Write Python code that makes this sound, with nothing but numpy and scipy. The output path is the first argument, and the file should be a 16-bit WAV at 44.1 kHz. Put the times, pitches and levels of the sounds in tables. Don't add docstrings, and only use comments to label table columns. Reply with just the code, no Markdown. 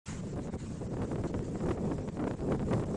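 import sys
import numpy as np
from scipy import signal
from scipy.fft import rfft, irfft, next_fast_len
from scipy.io import wavfile
from scipy.ndimage import uniform_filter1d, map_coordinates

SR = 44100
rng = np.random.default_rng(int(sys.argv[2]) if len(sys.argv) > 2 else 0)


def volts_from_db(level):
    exponent = np.asarray(level, float) / 20
    return 10 ** exponent


def master(y):
    cut = np.clip(np.atleast_2d(y).T, -1, 1)
    pcm = np.round(cut * 32767)
    wavfile.write(sys.argv[1], SR, pcm.astype(np.int16))


N = 130536

# t/s, level/dB
HISS_LEVEL = [(0.08, -53.5), (0.38, -67), (0.44, -61.5), (0.5, -64), (0.54, -61), (0.56, -67), (0.6, -59.5),
              (0.93, -66.5), (1.63, -64.5), (2.16, -67.5), (2.64, -67), (2.77, -62), (2.84, -65.5),
              (2.96, -65)]
# f/Hz, level per Hz/dB
HISS_COLOR = [(300, -38.5), (900, 12), (2000, 8), (3200, 2), (5000, 2.5), (6300, 4.5), (7500, 8.5),
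              (8800, 0.5), (10200, -8)]
# t/s, depth on the hiss/dB, recovery/s, depth on the wind/dB
GAIN_DUCKS = [(0.206, 8, 0.086, 0.5), (.34, 6, .07, 1), (0.483, 10, 0.053, 3), (.505, -2, 0.021, 25.5),
              (0.557, 15, 0.046, 0.5), (0.569, -5.5, 0.043, 13), (0.877, 9.5, 0.029, 5.5),
              (0.944, 4, 0.081, 3.5), (1.05, -1.5, .06, 1), (1.164, 1.5, 0.022, 12.5),
              (1.221, 2, 0.021, 8.5), (1.27, -7, 0.034, 11.5), (1.317, 13, 0.017, 9.5), (1.44, -5, .04, 6),
              (1.591, -0.5, 0.049, 8), (1.751, 5.5, 0.098, 1.5), (2.013, -1.5, .03, 5.5),
              (2.102, 6, 0.023, 27.5), (2.177, 6.5, 0.12, 1.5), (2.28, -7, 0.02, 13),
              (2.352, 5.5, 0.013, 14), (2.562, 6, 0.025, 0.5), (2.716, 12, 0.023, 2), (2.82, 5, 0.027, 2.5),
              (2.844, 21, 0.014, 12.5)]
# t/s, strength/dB, small eddies over large ones/dB
WIND = [(0.08, -35.5, -8.5), (0.12, -38, -12.5), (0.5, -36.5, -8), (0.7, -37.5, -18.5), (0.84, -36, -6),
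        (1.41, -33, -7.5), (1.46, -35.5, -7), (1.71, -31.5, -4.5), (1.76, -37.5, -3.5), (1.84, -31.5, -4.5),
        (2.14, -38, -8), (2.27, -31, -4.5), (2.37, -40, -6), (2.51, -29, -4), (2.59, -36, -11.5),
        (2.75, -29, -5), (2.86, -37, -10), (2.96, -32.5, -2.5)]
# f/Hz, level per Hz/dB
LARGE_EDDIES = [(20, -4.5), (50, -4), (110, 1), (200, 1), (300, -10), (600, -49.5)]
# f/Hz, level per Hz/dB
SMALL_EDDIES = [(120, -26), (250, -2), (400, -2.5), (520, -7), (750, -20.5), (1200, -33), (4000, -52.5)]
# t/s, jolt level/dB, overdrive/dB, length/s
BURSTS = [(0.358, -53, 8, 0.042), (0.484, -34.5, 4, 0.017), (0.533, -49, 5, 0.033), (0.811, -56, 4, 0.01),
          (0.965, -53, 6.5, 0.053), (1.019, -28.5, 10, 0.034), (1.113, -36, 5, 0.034),
          (1.158, -23.5, 2.5, 0.09), (1.238, -22.5, 15, 0.03), (1.342, -21, 4.5, 0.037),
          (1.392, -25.5, 2, 0.015), (1.548, -80, -3, 0.013), (1.605, -25, 9, 0.01), (1.659, -46, 12, 0.01),
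          (1.687, -24, 13, 0.03), (1.776, -29, 0, 0.03), (1.85, -47, 1.5, 0.031), (1.913, -30.5, 2, 0.049),
          (1.983, -26, -5, 0.03), (2.077, -32, 9, 0.011), (2.194, -41, 6.5, 0.043),
          (2.272, -34, 2.5, 0.014), (2.312, -18, 5, 0.041), (2.519, -42, 5, 0.046), (2.595, -22, 12, 0.042),
          (2.707, -44, 8, 0.03), (2.732, -19.5, 3, 0.04), (2.797, -26, 4.5, 0.09), (2.883, -50, 6, 0.036),
          (2.941, -42, 1.5, 0.03)]
# t/s, level/dB
LONE_JOLTS = [(0.212, -41), (0.236, -36), (0.268, -56), (0.369, -37), (0.386, -35), (0.473, -27),
              (0.935, -38), (1.182, -32), (1.25, -59.5), (1.557, -28), (1.634, -33), (1.67, -28),
              (1.708, -55.5), (1.716, -56), (1.746, -48), (2.089, -16), (2.171, -27.5), (2.241, -21),
              (2.276, -38), (2.337, -31.5), (2.393, -34), (2.407, -21), (2.468, -59.5), (2.546, -41),
              (2.602, -29.5), (2.683, -42), (2.745, -33), (2.776, -39), (2.838, -24), (2.869, -41)]
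# f/Hz, threshold per bin/dB
WEAK_BANDS = [(2000, -102), (3000, -98), (5500, -97), (7000, -94), (8500, -94), (9300, -93), (10200, -93)]

TOP_HZ = 10150


def unit(x):
    return x / np.sqrt(np.mean(x ** 2) + 1e-20)


def along(points, hz):
    f, v = np.transpose(points)
    return np.interp(np.log(hz + 1), np.log(f + 1), v)


def curve(rows, col=1):
    table = np.transpose(rows)
    return np.interp(np.arange(N) / SR, table[0], table[col])


def wobble(rate):
    return map_coordinates(rng.standard_normal(N // 100), [np.arange(N) * rate / SR])


def filtered(x, response):
    m = next_fast_len(N + SR // 2)
    hz = np.fft.rfftfreq(m, 1 / SR)
    return irfft(rfft(x, m) * response(hz), m)[..., :N]


def rush(spectrum, patchy_db):
    z = signal.stft(rng.standard_normal(N), nperseg=512)[2]
    patches = uniform_filter1d(rng.standard_normal(z.shape), size=6, axis=0)
    patches = unit(uniform_filter1d(patches, size=6, axis=1))
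    x = signal.istft(z * volts_from_db(patchy_db * patches), nperseg=512)[1][:N]
    return unit(filtered(x, lambda hz: volts_from_db(along(spectrum, hz))))


def ducking_db(col):
    t = np.arange(N) / SR
    snap_s = 0.004
    total = 0
    for row in GAIN_DUCKS:
        since = t - row[0]
        dip = np.clip(np.minimum(since / snap_s, 1 - since / row[2]), 0, 1)
        total = total - row[col] * dip
    return total


def blades_and_leaves():
    level_db = curve(HISS_LEVEL) + 5.0 + 0.86 * wobble(22) + 0.42 * wobble(50)
    return volts_from_db(level_db) * rush(HISS_COLOR, patchy_db=2.2)


def burst_drive_db():
    t = np.arange(N) / SR
    calm_db, most_db, flutter_db, rise_s = -0.5, 8, 1.5, 0.003
    start, _, over_db, length = np.transpose(BURSTS)[:, :, None]
    shape = np.clip(np.minimum((t - start) / rise_s + 1, (start + length - t) / rise_s + 1), 0, 1)
    push_db = (np.minimum(over_db, most_db) * shape).max(axis=0)
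    return calm_db + push_db + flutter_db * (wobble(30.014) + wobble(70))


def pressure_jolts(when, size_db, wave, top):
    decay_s, edge_hz, boost_db = 0.0015, 1500, 7
    kicks = np.zeros(N)
    at = np.round(when * SR).astype(int)
    kicks[at] = -np.sign(wave[at]) * volts_from_db(size_db + boost_db) / top[at]
    return filtered(kicks, lambda hz: SR / (1 / decay_s + 2j * np.pi * hz) / (1 + 1j * hz / edge_hz) ** 3)


def wind_buffeting():
    t = np.arange(N) / SR
    headroom_db = 5
    knee, ceiling = 3.22, 1.05
    puff_db, puff_s = 4.5, 0.009
    low_cut_hz, wind_start_s = 28, 0.078

    when, size_db = np.transpose([row[:2] for row in BURSTS] + LONE_JOLTS)
    nearness = 1 - np.abs(t - when[:, None] - puff_s / 2) / puff_s
    puffs_db = puff_db * np.clip(nearness, 0, 1).max(axis=0)
    drive_db = burst_drive_db() + puffs_db / 2

    small_db = puffs_db + curve(WIND, col=-1) + 3 + 1.37 * wobble(40)
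    small = volts_from_db(small_db) * rush(SMALL_EDDIES, patchy_db=2.0)
    large = rush(LARGE_EDDIES, patchy_db=0.5)
    wave = volts_from_db(drive_db - headroom_db) * (large + small)

    top = volts_from_db(curve(WIND) + headroom_db)
    flat = wave / (1 + np.abs(wave) ** knee) ** (1 / knee)
    flat = flat + pressure_jolts(when, size_db, wave, top)
    flat = flat / (1 + np.abs(flat / ceiling) ** 8) ** (1 / 8)
    onset = np.clip((t - wind_start_s) / 0.003, 0.15, 1)
    return onset * top * filtered(flat, lambda hz: 1j * hz / (low_cut_hz + 1j * hz))


def scene():
    hiss = volts_from_db(ducking_db(col=1)) * blades_and_leaves()
    wind = volts_from_db(ducking_db(col=3)) * wind_buffeting()
    return (wind + hiss)[None]


def drop_weak_bands(x):
    band_scatter_db, frame_scatter_db, bin_under_db = 5, 6, -9
    hz, _, z = signal.stft(x, SR, nperseg=512, noverlap=256, window="cosine")
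    band = np.arange(len(hz)) // 8
    power = np.abs(z) ** 2
    level = np.add.reduceat(power, np.arange(0, len(hz), 8), axis=1)[:, band] / 8
    frames = z.shape[-1]
    by_band = band_scatter_db * rng.standard_normal((band[-1] + 1, frames))[band]
    by_frame = frame_scatter_db * rng.standard_normal(frames) * hz[:, None] / TOP_HZ
    floor = volts_from_db(along(WEAK_BANDS, hz)[:, None] + by_band + by_frame) ** 2
    floor = floor * (hz[:, None] > 2000)
    kept = (level > floor) & (power > floor * volts_from_db(2 * bin_under_db))
    return signal.istft(z * kept, SR, nperseg=512, noverlap=256, window="cosine")[1][:, :N]


def low_pass(x):
    return signal.sosfilt(signal.butter(12, 10990, fs=SR, output="sos"), x)


def record(dry):
    start_s, fade_s = 0.056, 0.0088
    fade_in = np.clip((np.arange(N) / SR - start_s) / fade_s, 0, 1)
    mix = filtered(drop_weak_bands(dry) * fade_in, lambda hz: hz < TOP_HZ)
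    return low_pass(mix)


dry = scene()
out = record(dry)
master(out)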